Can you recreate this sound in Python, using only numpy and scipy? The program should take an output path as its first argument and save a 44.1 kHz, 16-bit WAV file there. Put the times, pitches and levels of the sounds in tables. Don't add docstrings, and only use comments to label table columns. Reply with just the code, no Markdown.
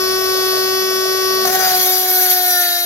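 import sys
import numpy as np
from scipy import signal
from scipy.fft import rfft, irfft
from scipy.io import wavfile

SR = 44100
rng = np.random.default_rng(int(sys.argv[2]) if len(sys.argv) > 2 else 0)


def materialize(psi):
    bounded = np.clip(np.atleast_2d(psi).T, -1, 1)
    quanta = np.round(bounded * 32767).astype(np.int16)
    wavfile.write(sys.argv[1], SR, quanta)


N = 125685
T = np.arange(N) / SR

BITE_S = 1.447
BOUNCE_FADE_S = 0.079
FAN_SINK_DB_PER_S = -16.5

# (multiple of shaft speed, running free [dB], cutting [dB], left minus right [dB])
WHINE = [(1, -20, -29.5, 0.5), (2, -36, -23.5, 1.5), (3, -24.5, -27.5, 15), (4, -31.5, -33.5, 3.5),
         (5, -35, -32, 0.5), (6, -41, -39.5, 5), (7, -36.5, -45, 5.5), (8, -38.5, -41, 9),
         (9, -33, -36, 16.5), (10, -36.5, -31.5, 8), (11, -40, -34.5, -1.5), (12, -26.5, -32, -2),
         (13, -33, -29, -1), (14, -26, -31, 1), (15, -31, -38, 10), (16, -39, -33, 9), (17, -37, -34.5, 7),
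         (18, -41.5, -37.5, 8.5), (19, -63, -38, 20), (20, -44.5, -38, 17)]
# (time [s], first [dB], second [dB], fourth [dB], fifth [dB])
SWELL = [(1.45, 9.5, 1, -2, -4), (1.56, 4.5, 4.5, 6, 2), (1.59, 5.5, -0.5, 4, 1), (1.63, 1, 5, 11.5, 1),
         (1.68, -3.5, 6, 0, 2), (1.76, 4, 4.5, 2, -8.5), (1.82, 3, -3.5, -4.5, -5), (1.89, 4.5, 1, -6, -6),
         (2.03, 1, -1.5, -7, -11), (2.189, 3, 0, 3.5, -7), (2.42, -2, 2.5, 0.5, -4.5),
         (2.58, -4.5, 0.5, 6.5, 5.5), (2.7, -8.5, -1.5, -0.5, 3), (2.85, -10, -5.5, -5, -8.5)]
# (frequency [Hz], noise left minus right [dB], noise likeness of the two sides [0-1],
# phase lead of the left channel [rad])
IMAGE = [(60, -2, 0.6, 0.5), (223, 2, 0.85, -0.2), (397, -20, 1, 1), (554, -9, 0.58, -0.8),
         (796, 17, 0.3, 1.67), (1140, 6, 0.67, 1), (1960, 1, 0.23, 0.59), (2565, -4.5, 0.4, 1.81),
         (3330, 9.5, 0, 3), (4330, -0.5, 0.42, 4.5), (5180, 1, 0, 4), (5440, 17, 0.05, 6.3),
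         (6780, -1, 0.4, 4), (9100, 13, 0.37, 2), (11600, -2, 0, 1), (13800, 8, 0, -3),
         (15300, 18, 0, -9.5)]


def from_db(db):
    return 10 ** (np.asarray(db) / 20)


def rms_one(x):
    return x / np.sqrt(np.mean(x ** 2) + 1e-20)


def in_time(rows):
    s, *columns = np.transpose(rows)
    return [np.interp(T, s, c) for c in columns]


def at_hz(rows, hz):
    f, *columns = np.transpose(rows)
    return [np.interp(np.log(hz), np.log(f), c) for c in columns]


def drift(rate):
    r = np.exp(-40 * np.pi * rate / SR)
    noise = rng.standard_normal(N // 20 + 2002)
    slow = rms_one(signal.lfilter([1], [1, -2 * r, r * r], noise)[2000:])
    return np.interp(np.arange(N) / 20, np.arange(len(slow)), slow)


def pan(db):
    return rms_one(from_db([[db / 2], [-db / 2]]))


def bump(center_s, half_s):
    return np.exp(-((T - center_s) / half_s) ** 2)


def tone(angle, db):
    return np.sqrt(2) * from_db(db) * np.sin(angle + rng.uniform(0, 2 * np.pi))


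def rush(spectrum, patchy_db, pulse=1):
    pulsed_above_hz = 2000
    edges = np.r_[np.geomspace(22, 350, 11), np.geomspace(400, 7000, 26), np.arange(7700, 17000, 700)]
    white = rng.standard_normal((2, 2, N))
    out = 0
    for k, (low, high) in enumerate(zip(edges, edges[1:])):
        hz = np.sqrt(low * high)
        if not spectrum[0][0] / 2 < hz < spectrum[-1][0] * 2:
            continue
        band_filter = signal.butter(2, [low, high], "band", fs=SR, output="sos")
        mid, side = signal.sosfilt(band_filter, white[k % 2])
        lean_db, alike, _ = at_hz(IMAGE, hz)
        stereo = np.sqrt(1 + alike) * mid + np.sqrt(1 - alike) * side * [[1], [-1]]
        gain = from_db(at_hz(spectrum, hz)[0] + patchy_db * drift(29))
        if hz > pulsed_above_hz:
            gain = gain * pulse
        out = out + gain * pan(lean_db) * stereo
    return rms_one(out)


def shaft(bite):
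    # (time [s], turns per second [Hz])
    speed_curve = [(0, 375.1), (.2, 376.4), (.52, 375.2), (.78, 377.4), (.95, 376.7), (1.27, 377.7),
                   (1.45, 377), (1.6, 375.3), (1.73, 368.2), (1.95, 370.3), (2.22, 367.8), (2.48, 361.8),
                   (2.61, 355), (2.85, 351)]
    free_jitter_hz, cut_jitter_hz = 0.13, 0.7
    jitter = free_jitter_hz * drift(23.7) + cut_jitter_hz * bite * drift(45)
    speed = in_time(speed_curve)[0] + jitter
    return 2 * np.pi * np.cumsum(speed) / SR


def hum(angle, bite):
    _, free_db, cut_db, lean_db = WHINE[0]
    cutting_db = cut_db + in_time(SWELL)[0]
    return pan(lean_db) * tone(angle, (1 - bite) * free_db + bite * cutting_db)


def free_whine(angle, top_flutter_db=3.5, top_lean_db=4):
    # (multiple of shaft speed, level [dB])
    top_harmonics = [(28, -38), (30, -55), (31, -36), (33, -37), (34, -35), (35, -39)]
    # (time of the middle [s], half length [s], multiple of shaft speed, change [dB])
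    dips = [(.215, 0.018, 12, -20), (0.54, 0.21, 15, -6)]
    flutter_db = 1.0
    out = 0
    for k, db, _, lean_db in WHINE[1:]:
        dip_db = sum(depth * bump(s, half) for s, half, multiple, depth in dips if multiple == k)
        flutter = flutter_db * (drift(2.5) + .5 * drift(37))
        out = out + pan(lean_db) * tone(k * angle, db + dip_db + flutter)
    top = 0
    for k, db in top_harmonics:
        top = top + tone(k * angle + .5 * drift(30), db + top_flutter_db * drift(25) - 3)
    return out + pan(top_lean_db) * top


def bearings(angle, waver_db=3, lean_db=4):
    # (multiple of shaft speed, level before wavering [dB])
    ball_tones = [(.2, -53.5), (.6, -47.5), (3.3, -48), (4.69, -53.5), (7.28, -44), (11.66, -45),
                  (15.26, -44)]
    out = 0
    for k, db in ball_tones:
        out = out + tone(k * angle + 1.12 * drift(15.3), db + waver_db * drift(3.8))
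    return pan(lean_db) * out


def fan(angle, pulsing=0.3):
    # (time [s], level [dB])
    fan_curve = [(.05, -1), (.58, 1.5), (.78, -2), (1.44, 1)]
    # (frequency [Hz], relative level per Hz [dB])
    fan_colour = [(150, -7.5), (260, -9.5), (420, 8.5), (540, 0), (700, 9), (860, -16), (1200, -3),
                  (2100, -7), (3300, -6.5), (4400, 1), (6200, -2.5), (7200, -7.5), (8300, -12.5),
                  (9600, -8.5), (10400, 1), (11000, -5), (12100, 4.5), (13200, -5), (14200, 0),
                  (16000, -24)]
    base_db = -24
    air = rush(fan_colour, patchy_db=2.0, pulse=1 + pulsing * np.cos(angle))
    return from_db(base_db + in_time(fan_curve)[0]) * air


def rumble():
    # (time [s], level [dB])
    rumble_curve = [(1.4, -69), (1.48, -45), (1.72, -42), (1.98, -59), (2.5, -69)]
    # (frequency [Hz], relative level per Hz [dB])
    rumble_colour = [(25, -10), (50, -4), (80, 2), (110, -14), (180, 7.5), (320, -32)]
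    return from_db(in_time(rumble_curve)[0]) * rush(rumble_colour, patchy_db=3.0)


def contact(since):
    rise_s, bounce_hz, bounce_depth = 0.0051, 40.7, 0.42
    stutter_db, stutter_fade_s = 3.5, .3
    bite = np.minimum(since / rise_s, 1)
    swing = bounce_depth * np.exp(-since / BOUNCE_FADE_S)
    stutter = from_db(stutter_db * np.exp(-since / stutter_fade_s) * np.tanh(drift(32)))
    return bite, stutter * (1 + swing * np.sin(2 * np.pi * bounce_hz * since))


def bit_angle(angle, since, skid=0.17):
    lurch_hz, lurch_at_s, lurch_width_s = 14, 1.482, .024
    slip_hz = lurch_hz * bump(lurch_at_s, lurch_width_s)
    behind = 2 * np.pi * np.cumsum(slip_hz) / SR
    return angle - behind + skid * np.exp(-since / BOUNCE_FADE_S) * drift(55)


def cutting_whine(angle, since, low_flutter_db=1.21, upper_db=-2.0, smear=0.24):
    upper_flutter_db = 2.5
    swell = dict(zip((1, 2, 4, 5), in_time(SWELL)))
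    swell[3] = FAN_SINK_DB_PER_S * since
    out = 0
    for k, _, db, lean_db in WHINE[1:]:
        level_db = swell[k] if k in swell else upper_db + upper_flutter_db * drift(9.5)
        rough = np.interp(k, [2, 10], [0, 1])
        flutter_db = (low_flutter_db + rough) * drift(33)
        smeared = k * angle + smear * rough * drift(60)
        out = out + pan(lean_db) * tone(smeared, db + level_db + flutter_db)
    return out


def steel(strokes):
    # (frequency [Hz], width [Hz], level before the cut's loudness [dB], left minus right [dB])
    resonances = [(11750, 160, -6.5, -15)]
    chips_per_s, chip_spread_db = 16000, 2.5
    sizes = from_db(chip_spread_db * rng.exponential(1, N)) * rng.choice([-1, 1], N)
    chips = sizes * (rng.random(N) < chips_per_s / SR) * strokes
    out = 0
    for hz, width_hz, db, lean_db in resonances:
        r = np.exp(-np.pi * width_hz / SR)
        ring = signal.lfilter([1, 0, -1], [1, -2 * r * np.cos(2 * np.pi * hz / SR), r * r], chips)
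        out = out + from_db(db) * pan(lean_db) * rms_one(ring)
    return out


def teeth(angle, waver_db=3.0):
    # (multiple of shaft speed, level before the cut's loudness [dB], left minus right [dB])
    tooth_tones = [(28.1, -16.5, 4), (32.34, -9, 0.5), (33.3, -9.5, 20)]
    out = 0
    for k, db, lean_db in tooth_tones:
        out = out + pan(lean_db) * tone(k * angle + .5 * drift(40), db + waver_db * drift(14))
    return out


def grinding(angle, hiss_pulsing=0.22, rasp_pulsing=0.13, grip_db=0.92, grain_db=-1.0):
    # (time [s], level [dB])
    cut_curve = [(1.45, -22), (1.55, -22), (1.66, -20.5), (1.8, -19), (1.9, -16.5), (2.04, -19.5),
                 (2.12, -16), (2.21, -14), (2.26, -18.5), (2.33, -15), (2.385, -20.5), (2.46, -15.5),
                 (2.58, -16), (2.7, -19.5), (2.85, -20.5)]
    # (time [s], level [dB])
    rasp_curve = [(1.45, -22), (1.58, -22), (1.68, -20), (1.8, -23), (2.03, -24.5), (2.15, -23),
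                  (2.33, -22.5), (2.39, -27.5), (2.6, -24), (2.72, -26), (2.85, -33)]
    # (frequency [Hz], relative level per Hz [dB])
    chip_colour = [(5000, -25), (8300, -19.5), (9400, -14), (10300, -7), (11000, -6), (12000, -3),
                   (13000, -0.5), (14200, -12.5), (15000, -11), (16000, -13)]
    rasp_colour = [(200, -18), (330, -26), (470, -28), (600, 1.5), (900, -18), (1200, -3), (1550, 5.5),
                   (2100, 2.5), (2700, -3), (3600, 3.5), (4600, 2.5), (6100, 8.5), (7200, -1.5),
                   (8300, -14), (10000, -3)]
    hiss_db = -2
    grip = from_db(grip_db * drift(16) + grain_db * drift(280))
    strokes = grip * (1 + hiss_pulsing * np.cos(angle))
    hiss = from_db(hiss_db) * strokes * rush(chip_colour, patchy_db=0.0)
    bright = hiss + steel(strokes) + strokes * teeth(angle)
    rasp = rush(rasp_colour, patchy_db=2.95, pulse=grip * (1 + rasp_pulsing * np.cos(angle)))
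    return from_db(in_time(cut_curve)[0]) * bright + from_db(in_time(rasp_curve)[0]) * rasp


def chatter(angle, count=16):
    at_s, width_s, tone_db = 1.655, .085, -39
    halves = 0
    for k in range(2, 2 + count):
        growl = tone((k + .5) * angle + .5 * drift(27), tone_db + 2 * drift(20))
        halves = halves + pan(2 * rng.normal()) * growl
    return bump(at_s, width_s) * halves


def squeals(angle, lean_db=6):
    # (time of the middle [s], half length [s], multiple of shaft speed, peak level [dB])
    squeal_list = [(1.663, 0.079, 13, -20.5), (2.532, 0.085, 16, -23.5), (2.71, 0.3, 11, -26)]
    out = 0
    for s, half, k, db in squeal_list:
        out = out + bump(s, half) * tone(k * angle + .5 * drift(33), db)
    return pan(lean_db) * out


def scene():
    free_fade_s = 0.025
    since = np.maximum(T - BITE_S, 0)
    bite, bounce = contact(since)
    angle = shaft(bite)
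    whine = np.exp(-since / free_fade_s) * free_whine(angle)
    air = from_db(FAN_SINK_DB_PER_S * since) * (bearings(angle) + fan(angle))
    bit = bit_angle(angle, since)
    struck = bounce * cutting_whine(bit, since) + np.sqrt(bounce) * grinding(bit)
    cut = bite * (struck + chatter(bit) + squeals(bit))
    return whine + air + hum(angle, bite) + cut + rumble()


def record(dry):
    ceiling, cutoff_hz = 1.0, 15750
    lead = at_hz(IMAGE, np.arange(N // 2 + 1) * SR / N + 1)[2]
    left = irfft(rfft(dry[0]) * np.exp(1j * lead), N)
    channels = np.array([left, dry[1]])
    rounded = channels / (1 + (channels / ceiling) ** 6) ** (1 / 6)
    top_cut = signal.ellip(12, .1, 90, cutoff_hz, fs=SR, output="sos")
    return signal.sosfilt(top_cut, rounded)


dry = scene()
out = record(dry)
materialize(out)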